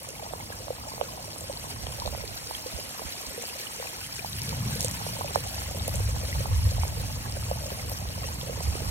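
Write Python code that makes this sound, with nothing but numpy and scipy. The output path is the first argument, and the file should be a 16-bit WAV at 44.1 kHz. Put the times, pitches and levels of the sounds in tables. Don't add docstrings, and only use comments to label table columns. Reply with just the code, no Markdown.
import sys
import numpy as np
from scipy import signal
from scipy.fft import rfft, irfft, next_fast_len
from scipy.io import wavfile

SR = 44100
rng = np.random.default_rng(int(sys.argv[2]) if len(sys.argv) > 2 else 0)


def put_to_file(sound):
    columns = np.atleast_2d(sound).T
    safe = np.clip(columns, -1, 1)
    whole_steps = np.round(safe * 32767)
    wavfile.write(sys.argv[1], SR, whole_steps.astype(np.int16))


N = 392490


def from_db(db):
    return 10 ** (np.asarray(db) / 20)


def rms_one(x):
    return x / np.sqrt(np.mean(x ** 2) + 1e-20)


def in_time(rows):
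    s, *columns = np.transpose(rows)
    return [np.interp(np.arange(N) / SR, s, column) for column in columns]


def at_hz(points, hz):
    f, value = np.transpose(points)
    return np.interp(np.log(np.maximum(hz, 1)), np.log(f), value)


def filtered(x, response):
    size = next_fast_len(N + 4096, True)
    hz = np.arange(size // 2 + 1) * SR / size
    return irfft(rfft(x, size) * response(hz), size)[..., :N]


def band(x, low_hz, high_hz, order=2):
    top = .47 * SR
    edges = [min(low_hz, .75 * top), min(high_hz, top)]
    return signal.sosfilt(signal.butter(order, edges, "band", fs=SR, output="sos"), x + 1e-18)


def drift(rate_hz):
    r = np.exp(-80 * np.pi * rate_hz / SR)
    noise = rng.standard_normal(N // 40 + 2002)
    slow = signal.lfilter([1], [1, -2 * r, r * r], noise)[2000:]
    return np.interp(np.arange(N) / 40, np.arange(len(slow)), rms_one(slow))


def ring(clicks, hz, t60):
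    r, w = np.exp(-np.log(1000) / (t60 * SR)), 2 * np.pi * hz / SR
    return signal.lfilter([0, np.sin(w)], [1, -2 * r * np.cos(w), r * r], clicks + 1e-18)


def grains(per_s, spread_db, largest=4.7, count=24000):
    when, luck, size, sign = rng.random((count, 4)).T
    at = (when * N).astype(int)
    born = luck * count < np.broadcast_to(per_s, N)[at] * N / SR
    size = np.minimum(-np.log(1 - size), largest)
    return np.bincount(at, born * np.sign(sign - .5) * from_db(spread_db * size), N)


def strays(per_s, level_db, hz, scatter_db, octaves, count=64):
    when, luck = rng.random((count, 2)).T
    size, pitch = np.clip(rng.standard_normal((count, 2)), -2, 2).T
    level = np.broadcast_to(level_db, N)[(when * N).astype(int)] + scatter_db * size
    rows = np.transpose([when * N / SR, level, hz * 2 ** (octaves * pitch)])
    return rows[:int(per_s * N / SR)]


def panned(left_db):
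    gains = from_db(np.array([[.5], [-.5]]) * left_db)
    return gains / np.sqrt(np.mean(gains ** 2, axis=0))


def add(out, s, sound):
    at = max(0, round(s * SR))
    out[..., at:at + sound.shape[-1]] += sound[..., :N - at]


def bubble(hz, cycles, rise, t):
    age = t * hz / cycles
    tone = np.sin(2 * np.pi * hz * t * (1 + rise * np.minimum(age, 1) / 2))
    return tone * np.exp(-np.log(1000) * age) * (1 - np.exp(-2 * t * hz))


def swarm(per_s, low_hz, high_hz, cycles, rise, spread_db, largest, count=4000):
    rows = rng.random((count, 5))
    at = (rows[:, 0] * N).astype(int)
    born = rows[:, 1] * count < np.broadcast_to(per_s, N)[at] * N / SR
    size, pitch, life = rows[born, 2:].T[..., None]
    step = np.arange(int(.7 * SR * cycles / low_hz))
    notes = bubble(low_hz * (high_hz / low_hz) ** pitch, cycles * 2 ** (life - .5), rise, step / SR)
    notes = notes * from_db(spread_db * np.minimum(-np.log(1 - size), largest))
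    return np.bincount((at[born, None] + step).ravel(), notes.ravel(), N)[:N]


# (frequency [Hz], likeness [0-1])
SIDE_LIKENESS = [(500, 0.78), (1100, 0.78), (1700, 0.28), (2800, 0.42), (4000, 0.35), (4750, 1),
                 (5150, 0.95), (5700, 0.39), (7800, 0.64), (8600, 1), (11800, 1), (13200, 0.75),
                 (14600, 0.5)]


def spread(pair):
    alike = lambda f: np.clip(at_hz(SIDE_LIKENESS, f), 0, .99)
    mid = filtered(pair[0], lambda f: np.sqrt((1 + alike(f)) / 2))
    side = filtered(pair[1], lambda f: np.sqrt((1 - alike(f)) / 2))
    return np.array([mid + side, mid - side])


# (frequency [Hz], density [dB per Hz])
STREAM_COLOUR = [(1300, -0.5), (1700, -1.5), (2400, 0.5), (3100, 0.5), (3600, -3), (4300, 1), (5100, 2.5),
                 (6300, -1.5), (7500, -3.5), (10000, -6), (12500, -8), (14500, -10.5), (16000, -13.5)]


def splash(bubbles_db, spray_db, cycles=62.0, rise=0.04, bubbles_per_s=20, bubble_db=-5.5, fizz_db=-2.5,
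           drop_db=-13.5, smack_db=-13.5, hiss_db=-1.5, surge_db=0.77, patchy_db=1.8):
    surge = drift(24)
    crowd = from_db(1.8 * surge)
    drops = np.array([rms_one(grains(700 * crowd, spread_db=4.5, largest=5.8)) for _ in range(2)])
    hiss = from_db(hiss_db) * rng.standard_normal((2, 2, N))
    edges = np.geomspace(1250, 16500, 15)
    low, high = np.zeros((2, N)), np.zeros((2, N))
    for k, (lo, hi) in enumerate(zip(edges, edges[1:])):
        hz = np.sqrt(lo * hi)
        fine = hz > 4200
        clicks = np.roll(drops, 7 * k, axis=1)
        wash = hiss[k % 2] + from_db(smack_db if fine else drop_db) * clicks
        births = crowd * (bubbles_per_s * hz / 2500)
        rings = np.array([swarm(births, lo, hi, cycles, rise, spread_db=3.0, largest=3.0) for _ in range(2)])
        water = rms_one(band(wash, lo, hi)) + from_db(fizz_db if fine else bubble_db) * rms_one(rings)
        layer = high if fine else low
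        layer += np.sqrt(hi - lo) * from_db(patchy_db * drift(28.0)) * water
    low, high = filtered(np.array([low, high]), lambda f: from_db(at_hz(STREAM_COLOUR, f)))
    low, high = rms_one(band(low, 720, 8800, order=1)), rms_one(high)
    return from_db(surge_db * surge) * (from_db(bubbles_db) * low + from_db(spray_db) * high)


# (time [s], level [dB])
POND_CHURN = [(0.0, -50), (0.52, -48.5), (3.44, -49), (4.29, -52.5), (4.61, -47), (7.73, -47.5),
              (8.01, -48.5), (8.9, -45)]
# (frequency [Hz], level [dB])
GURGLE_COLOUR = [(400, -8), (470, -7), (530, -0.5), (660, -3.5), (850, -1.5), (1050, -3.5), (1300, -6)]
# (frequency [Hz], relative level [dB], 60 dB decay time [s])
LANDING_HOLLOW = [(535, 0.5, 0.013), (837, 3.5, 0.011), (1067, 2, 0.017), (1287, -1, 0.0085)]


def gurgle(gain_db=4, per_s=6, cycles=23, rise=0.061, churn_db=-2.5, knock_db=-10, wash_db=-7.0):
    rings, churn = 0, rng.standard_normal((2, 2, N))
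    edges = np.geomspace(390, 1300, 9)
    for k, (lo, hi) in enumerate(zip(edges, edges[1:])):
        burble = np.array([rms_one(swarm(per_s, lo, hi, cycles, rise, spread_db=2.0, largest=1.95, count=1000))
                           for _ in range(2)])
        burble = burble + from_db(churn_db) * rms_one(band(churn[k % 2], lo, hi))
        rings = rings + from_db(at_hz(GURGLE_COLOUR, np.sqrt(lo * hi))) * burble
    knocks = np.array([grains(60, spread_db=0.5, largest=5.9, count=2000) for _ in range(2)])
    hollow = 0
    for k, (hz, mode_db, t60) in enumerate(LANDING_HOLLOW):
        hollow = hollow + (-1) ** k * from_db(mode_db) * ring(knocks, hz, t60)
    water = rms_one(band(rms_one(rings) + from_db(knock_db) * rms_one(hollow), 215, 2100))
    wash = rms_one(band(churn[0], 126, 322))
    level_db, = in_time(POND_CHURN)
    return from_db(level_db + gain_db) * (water + from_db(wash_db) * wash)


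# (time [s], deep part [dB], upper part [dB])
RUMBLE_SWELL = [(0.0, -52, -54.5), (0.45, -48, -48.5), (1.2, -49, -50), (2.15, -40, -46), (2.55, -52, -54),
                (3.6, -56, -65), (4.15, -49.5, -49.5), (4.5, -41, -33.5), (4.72, -42, -31.5),
                (4.85, -40, -36), (5.05, -43.5, -40), (5.65, -40, -45), (5.83, -33.5, -38.5),
                (5.99, -27, -37.5), (6.06, -28, -44), (6.13, -28, -37), (6.28, -35, -41),
                (6.39, -27.5, -33), (6.45, -34.5, -40), (6.57, -21, -42), (6.625, -29, -37),
                (6.67, -20.5, -37), (6.74, -30, -37), (6.8, -25.5, -39), (6.9, -34, -42.5),
                (7.02, -30.5, -36), (7.2, -36.5, -41.5), (8.6, -38.5, -40.5), (8.71, -27.5, -43),
                (8.78, -39, -37), (8.9, -30.5, -37)]
# (frequency [Hz], density [dB per Hz])
RUMBLE_COLOUR = [(20, -26), (32, -28), (48, -5), (75, 0.5), (87, -3), (101, 1.5), (116, -1), (140, -4),
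                 (200, -11.5), (300, -25), (420, -42), (900, -70.5)]
# (frequency [Hz], side over mid [dB])
RUMBLE_WIDTH = [(35, 11), (60, -15.5), (95, -16), (180, -18), (300, -10)]
# (time [s], left minus right [dB])
RUMBLE_LEAN = [(0, -1.5), (0.9, 0), (1.25, -1.5), (1.7, -3), (2.5, -12.5), (4.2, 0), (8.2, -1), (8.9, -5)]


def rumble(split_hz=100, gust_db=0.15, gusts_hz=8.4):
    out = 0
    deep_db, upper_db = in_time(RUMBLE_SWELL)
    for level_db, slope in ((deep_db, 1), (upper_db, -1)):
        colour = lambda f: from_db(at_hz(RUMBLE_COLOUR, f)) / np.sqrt(1 + ((f + 1) / split_hz) ** (10 * slope))
        mid, side = rms_one(filtered(rng.standard_normal((2, N)), colour))
        side = filtered(side, lambda f: from_db(at_hz(RUMBLE_WIDTH, f)))
        both = mid + side * np.array([[1], [-1]])
        out = out + from_db(level_db + gust_db * drift(gusts_hz)) * both
    return out * panned(in_time(RUMBLE_LEAN)[0])


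# (time [s], level over the first 2 ms [dB], centre [Hz])
GRASS_SNAPS = [(0.0315, -38, 11000), (0.0896, -32, 7200), (4.433, -32.5, 10400), (4.8071, -20.5, 6060),
               (4.816, -30, 7000), (4.8285, -29, 7500), (4.8362, -30, 7000), (4.8467, -21, 7600),
               (4.8524, -36, 7400), (4.8828, -27, 6170), (4.912, -29, 5700), (4.916, -35, 8100),
               (5.4738, -31.5, 7030), (5.879, -25.5, 11800), (5.9574, -39, 8550), (6.0902, -36, 8700),
               (7.8962, -30, 11800), (7.918, -34, 13000)]


def crackle(decay_s=0.00086, width=1.2, crumbs_db=-26.0, crumbs_s=0.032, crumbs_per_s=1500):
    out, t = np.zeros((2, N)), np.arange(SR // 16) / SR
    for s, level_db, hz in GRASS_SNAPS:
        ticks = rng.random(len(t)) < crumbs_per_s / SR
        crumbs = from_db(crumbs_db) * rms_one(ticks * 1.0) * np.exp(-t / crumbs_s)
        shape = np.exp(-t / decay_s) + crumbs
        snap = band(shape * rng.standard_normal((2, len(t))), hz / width, hz * width, order=1)
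        strength = snap[:, :SR // 500].std(axis=1, keepdims=True)
        add(out, s, from_db(level_db) * snap / strength)
    return out


# (time [s], peak level [dB], centre [Hz])
SHARP_SPATTERS = [(0.088, -30, 7300), (1.0112, -21.5, 2960), (1.3314, -27, 4600), (1.3827, -24, 9100),
                  (1.4086, -23, 7260), (1.5274, -27, 4320), (1.8677, -22.5, 3040), (1.9996, -19, 4370),
                  (2.06, -18, 4200), (2.0754, -23, 4000), (2.213, -28, 4300), (2.278, -23, 4300),
                  (3.4235, -23, 6850), (4.4179, -17, 5230), (4.492, -17.5, 4450), (4.7134, -31, 7050),
                  (4.7584, -26, 10500), (5.879, -21, 11600), (5.9572, -17.5, 8500), (7.3232, -21, 5100),
                  (7.8964, -33, 11300), (7.9179, -32, 13000)]
SPATTER_DB = -13.5
SMALL_SPATTERS_PER_S, SMALL_SPATTER_DB, SMALL_SPATTER_HZ = 2.9, 8, 4600


def spatters(stream_db, decay_s=0.00089, width=1.1, scatter_db=-21.5, scatter_s=0.032):
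    out, t = np.zeros((2, N)), np.arange(SR // 25) / SR
    shape = np.exp(-t / decay_s) + from_db(scatter_db) * np.exp(-t / scatter_s)
    small = strays(SMALL_SPATTERS_PER_S, stream_db + SMALL_SPATTER_DB, SMALL_SPATTER_HZ, scatter_db=7.0, octaves=0.31)
    for s, peak_db, hz in [*SHARP_SPATTERS, *small]:
        burst = band(shape * rng.standard_normal((2, len(t))), hz / width, hz * width, order=1)
        strength = burst[:, :SR // 200].std(axis=1, keepdims=True)
        add(out, s, from_db(peak_db + SPATTER_DB) * burst / strength)
    return out


def plop(hz, start, decay_s, attack_s=0.00069, settle_s=0.0015):
    t = np.arange(SR // 16) / SR
    pitch = hz * (1 + (start - 1) * np.exp(-t / settle_s))
    swell = (1 - np.exp(-t / attack_s)) ** 2 * np.exp(-t / decay_s)
    return np.sin(2 * np.pi * np.cumsum(pitch) / SR) * swell / swell.max()


# (time [s], peak level [dB], settled pitch [Hz], first over settled pitch [ratio], decay [s], left minus right [dB])
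LOUD_PLOPS = [(0.2239, -29.5, 630, 1.67, 0.0051, -3), (0.3352, -18.5, 410, 2.6, 0.0011, -12),
              (0.5019, -26, 410, 2.56, 0.0015, -4), (0.6812, -26, 410, 3.3, 0.0012, -13),
              (0.7044, -18, 497, 1.4, 0.0037, -1), (0.9368, -29.5, 410, 2.3, 0.0021, -10),
              (0.9787, -28, 466, 3.3, 0.0023, -6), (1.0119, -12, 405, 2.9, 0.0015, -11),
              (1.0168, -27, 563, 1.1, 0.0027, -7), (1.3599, -30, 430, 3.6, 0.0021, -10),
              (1.4963, -25.5, 537, 1.43, 0.0062, -2), (1.6401, -29, 410, 3.5, 0.0019, -9),
              (1.868, -24, 405, 2.5, 0.0015, -16), (2.0194, -24.5, 950, 1.26, 0.004, -1),
              (2.0536, -24.5, 410, 2.2, 0.0012, -2), (2.0613, -24, 570, 1.16, 0.0031, -6),
              (2.0757, -20.0, 450, 2.9, 0.0012, -9), (2.1477, -23, 470, 2.6, 0.0015, -12),
              (2.2368, -30.5, 440, 1.9, 0.006, -11), (2.5102, -19.5, 880, 0.87, 0.00077, -6),
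              (2.6608, -27, 508, 0.8, 0.0068, -2), (2.7869, -30.5, 570, 0.8, 0.0041, -2),
              (2.9933, -24.5, 1090, 0.85, 0.0012, -5), (3.0181, -24.5, 760, 0.68, 0.0013, -5),
              (3.3777, -27.5, 472, 1.26, 0.0089, -2), (3.4367, -27, 408, 3, 0.0017, -2),
              (3.798, -27, 477, 1.6, 0.0059, 1), (3.8258, -23.5, 670, 1.9, 0.00092, 2),
              (3.8565, -32, 470, 3.4, 0.0028, 0), (4.2458, -20.5, 860, 0.9, 0.0019, -4),
              (4.5271, -28.5, 940, 0.8, 0.0036, -8), (4.7576, -30, 480, 0.99, 0.0082, -2),
              (4.8456, -22.5, 496, 1.36, 0.0059, -2), (5.0139, -25.5, 890, 0.83, 0.0011, -8),
              (5.0648, -21.5, 410, 3, 0.0019, -8), (5.2099, -19, 825, 1.0, 0.0011, -5),
              (5.2155, -21.5, 1110, 0.93, 0.0015, 0), (5.2435, -25.5, 560, 2.2, 0.0083, -3),
              (5.3572, -9, 440, 3.75, 0.0021, -9), (5.3731, -30, 810, 0.94, 0.0016, -11),
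              (5.4378, -35, 780, 1.7, 0.0065, -10), (5.4645, -33, 770, 0.8, 0.009, -9),
              (5.618, -28, 1040, 1.6, 0.00096, 2), (5.7457, -30, 540, 1.4, 0.006, -1),
              (5.8795, -20, 534, 1.4, 0.0026, -2), (5.939, -32.5, 560, 2.0, 0.0089, -1),
              (6.0022, -27.5, 447, 1.55, 0.0025, 1), (6.0882, -32.5, 510, 1.56, 0.006, -2),
              (6.2316, -31, 475, 1.66, 0.0065, -3), (6.4049, -25.5, 543, 0.99, 0.0048, -1),
              (6.4563, -20.5, 774, 1.1, 0.0013, -10), (6.7163, -30.5, 530, 1.4, 0.0067, -1),
              (6.7805, -26, 670, 1, 0.0028, -1), (6.8335, -17.5, 740, 1.6, 0.0011, -8),
              (6.8508, -28, 440, 2.6, 0.0013, -10), (7.3666, -27.5, 540, 1.6, 0.0064, -1),
              (7.5126, -16, 490, 2.1, 0.0029, -2), (7.6363, -29.5, 580, 1.5, 0.0029, -1),
              (7.7038, -30, 1080, 0.69, 0.00093, 0), (7.7184, -27.5, 543, 0.72, 0.0037, -2),
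              (7.916, -26, 490, 2.3, 0.0023, -2), (8.3167, -29, 820, 2.1, 0.0012, -3),
              (8.4941, -25, 478, 1.3, 0.0085, -5), (8.6068, -26, 410, 2.6, 0.0024, -12),
              (8.7535, -22.5, 404, 1.4, 0.0015, -7), (8.8193, -29, 440, 0.73, 0.0031, -7),
              (8.8444, -33, 456, 1.9, 0.0028, -7)]
PLOP_DB = -0.5
SMALL_PLOPS_PER_S, SMALL_PLOP_DB, SMALL_PLOP_HZ, SMALL_PLOP_DECAY_S = 3.0, -36, 588, 0.0048
AFTER_PLOP_S, AFTER_PLOP_DB, AFTER_PLOP_PITCH = 0.02, -19.5, 1.154


def plops(snap_db=-36.0, snap_s=0.00052):
    out = np.zeros((2, N))
    shed = []
    for s, peak_db, hz, *_ in LOUD_PLOPS:
        later = s + AFTER_PLOP_S * rng.uniform(0.55, 1.5)
        shed.append((later, peak_db + AFTER_PLOP_DB, hz * AFTER_PLOP_PITCH))
    small = strays(SMALL_PLOPS_PER_S, SMALL_PLOP_DB, SMALL_PLOP_HZ, scatter_db=0.5, octaves=0.32)
    soft = [(*row, 1, SMALL_PLOP_DECAY_S, -3.0) for row in [*shed, *small]]
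    for s, peak_db, pitch_hz, start, decay_s, left_db in [*LOUD_PLOPS, *soft]:
        note = plop(pitch_hz, start, decay_s)
        fade = np.exp(-np.arange(len(note)) / SR / snap_s)
        snap = band(rng.standard_normal(len(note)) * fade, 1500, 6000, order=1)
        add(out, s, from_db(peak_db + PLOP_DB) * (note + from_db(snap_db) * snap) * panned(left_db))
    return out


# (time [s], peak level [dB], pitch [Hz], 60 dB decay time [s], left minus right [dB])
CLEAR_BLIPS = [(0.407, -33, 2120, 0.025, -3), (0.5224, -32, 1630, 0.05, -7), (1.5729, -25, 4434, 0.014, 1),
               (2.5497, -21.5, 3230, 0.017, -8), (3.1236, -25, 4046, 0.016, -7),
               (3.6693, -27.5, 2930, 0.027, -15), (3.8702, -28, 2500, 0.028, 10),
               (4.193, -23, 2400, 0.018, 11), (4.331, -24, 3830, 0.014, 4), (5.278, -27.5, 2500, 0.017, 18),
               (5.6181, -32, 1619, 0.014, 1), (5.7966, -26, 3740, 0.016, 4), (5.8929, -26, 4560, 0.014, 3),
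               (6.3275, -23, 2030, 0.017, -1), (7.7036, -27, 2857, 0.011, 0),
               (7.7947, -30, 2080, 0.024, -2), (8.3168, -40, 1960, 0.011, -3),
               (8.7503, -29.5, 2350, 0.014, 2)]
BLIP_DB = 1
SMALL_BLIPS_PER_S, SMALL_BLIP_DB, SMALL_BLIP_HZ = 2.8, 2, 2640


def blips(stream_db, t60=0.022, rise=0.039):
    out, t = np.zeros((2, N)), np.arange(SR // 16) / SR
    small = strays(SMALL_BLIPS_PER_S, stream_db + SMALL_BLIP_DB, SMALL_BLIP_HZ, scatter_db=1.0, octaves=0.28)
    small = [(*row, t60, rng.normal(0, 5.9)) for row in small]
    for s, peak_db, hz, ring_s, left_db in [*CLEAR_BLIPS, *small]:
        add(out, s, from_db(peak_db + BLIP_DB) * bubble(hz, hz * ring_s, rise, t) * panned(left_db))
    return out


# (time [s], peak level of the swing [dB], pitch [Hz])
SOFT_THUMPS = [(1.831, -33, 68.3), (2.067, -31, 59.2), (2.738, -30, 68), (3.051, -31.5, 69.6),
               (3.271, -38, 67.3)]


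def thumps(swell_s=0.0073, tap_db=0.0):
    out, t = np.zeros((2, N)), np.arange(SR // 6) / SR
    for s, peak_db, hz in SOFT_THUMPS:
        swell = (t / swell_s / 2) ** 2 * np.exp(2 - t / swell_s)
        swing = np.sin(2 * np.pi * hz * t) * swell
        tap = ring(1.0 * (t == 0), 206, 0.027)
        add(out, s, from_db(peak_db) * (swing + from_db(tap_db) * tap) * panned(-17.0))
    return out


# (time [s], level [dB], pitch [Hz])
GRASS_SLIDE = [(4.785, -90, 8850), (4.795, -50, 9000), (4.815, -45, 9500), (4.84, -44, 7580),
               (4.86, -38, 8400), (4.868, -45, 8660), (4.9, -90, 8750)]


def slide(width_hz=700, rough_db=2.5, scratch_db=4.0, slips_per_s=2000):
    level_db, hz = in_time(GRASS_SLIDE)
    grain = rms_one(filtered(rng.standard_normal((2, N)), lambda f: 1 / (1 + (f / width_hz) ** 2)))
    turn = 2 * np.pi * np.cumsum(hz) / SR
    squeak = grain[0] * np.cos(turn) + grain[1] * np.sin(turn)
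    slips = np.array([grains(slips_per_s, spread_db=3.0) for _ in range(2)])
    scratch = rms_one(band(slips, 3300, 7500))
    return from_db(level_db + rough_db * drift(120)) * (squeak + from_db(scratch_db) * spread(scratch))


# (frequency [Hz], phase [rad])
SIDE_PHASE = [(120, 0), (350, 1.1), (520, 1.2), (1000, 2.1), (2000, 4.2), (2700, 3.4), (4200, 3.6),
              (4750, 3.2), (5100, 3.05), (5700, 2.2), (7000, 2.0), (8000, 1.0), (8400, 0), (12000, 0),
              (13200, -0.7), (14300, -1.2), (16000, -2.7)]


def phase_between_sides(pair):
    left, right = pair
    right = filtered(right, lambda f: np.exp(-1j * at_hz(SIDE_PHASE, f)))
    return np.array([left, right])


# (time [s], level [dB])
PIPE_NEARNESS = [(0.0, -47), (1.16, -46.5), (3.0, -42.5), (4.39, -42.5), (5.01, -40.5), (5.28, -42),
                 (7.51, -43.5), (8.5, -44), (8.9, -41.5)]
SPRAY_DB, BUBBLES_DB = 2, -0.5
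BUBBLES_FOLLOW = 1.16


def scene():
    stream_db, = in_time(PIPE_NEARNESS)
    middle_db = stream_db.mean()
    bubbles_db = middle_db + BUBBLES_FOLLOW * (stream_db - middle_db) + BUBBLES_DB
    surface = spread(splash(bubbles_db, stream_db + SPRAY_DB) + crackle() + spatters(stream_db))
    below = spread(gurgle()) * panned(-1.6)
    low = rumble() + thumps()
    water = surface + below + plops() + blips(stream_db) + slide()
    return phase_between_sides(water) + low


def record(dry):
    return signal.sosfilt(signal.ellip(10, .1, 80, 15800, fs=SR, output="sos"), dry)


dry = scene()
out = record(dry)
put_to_file(out)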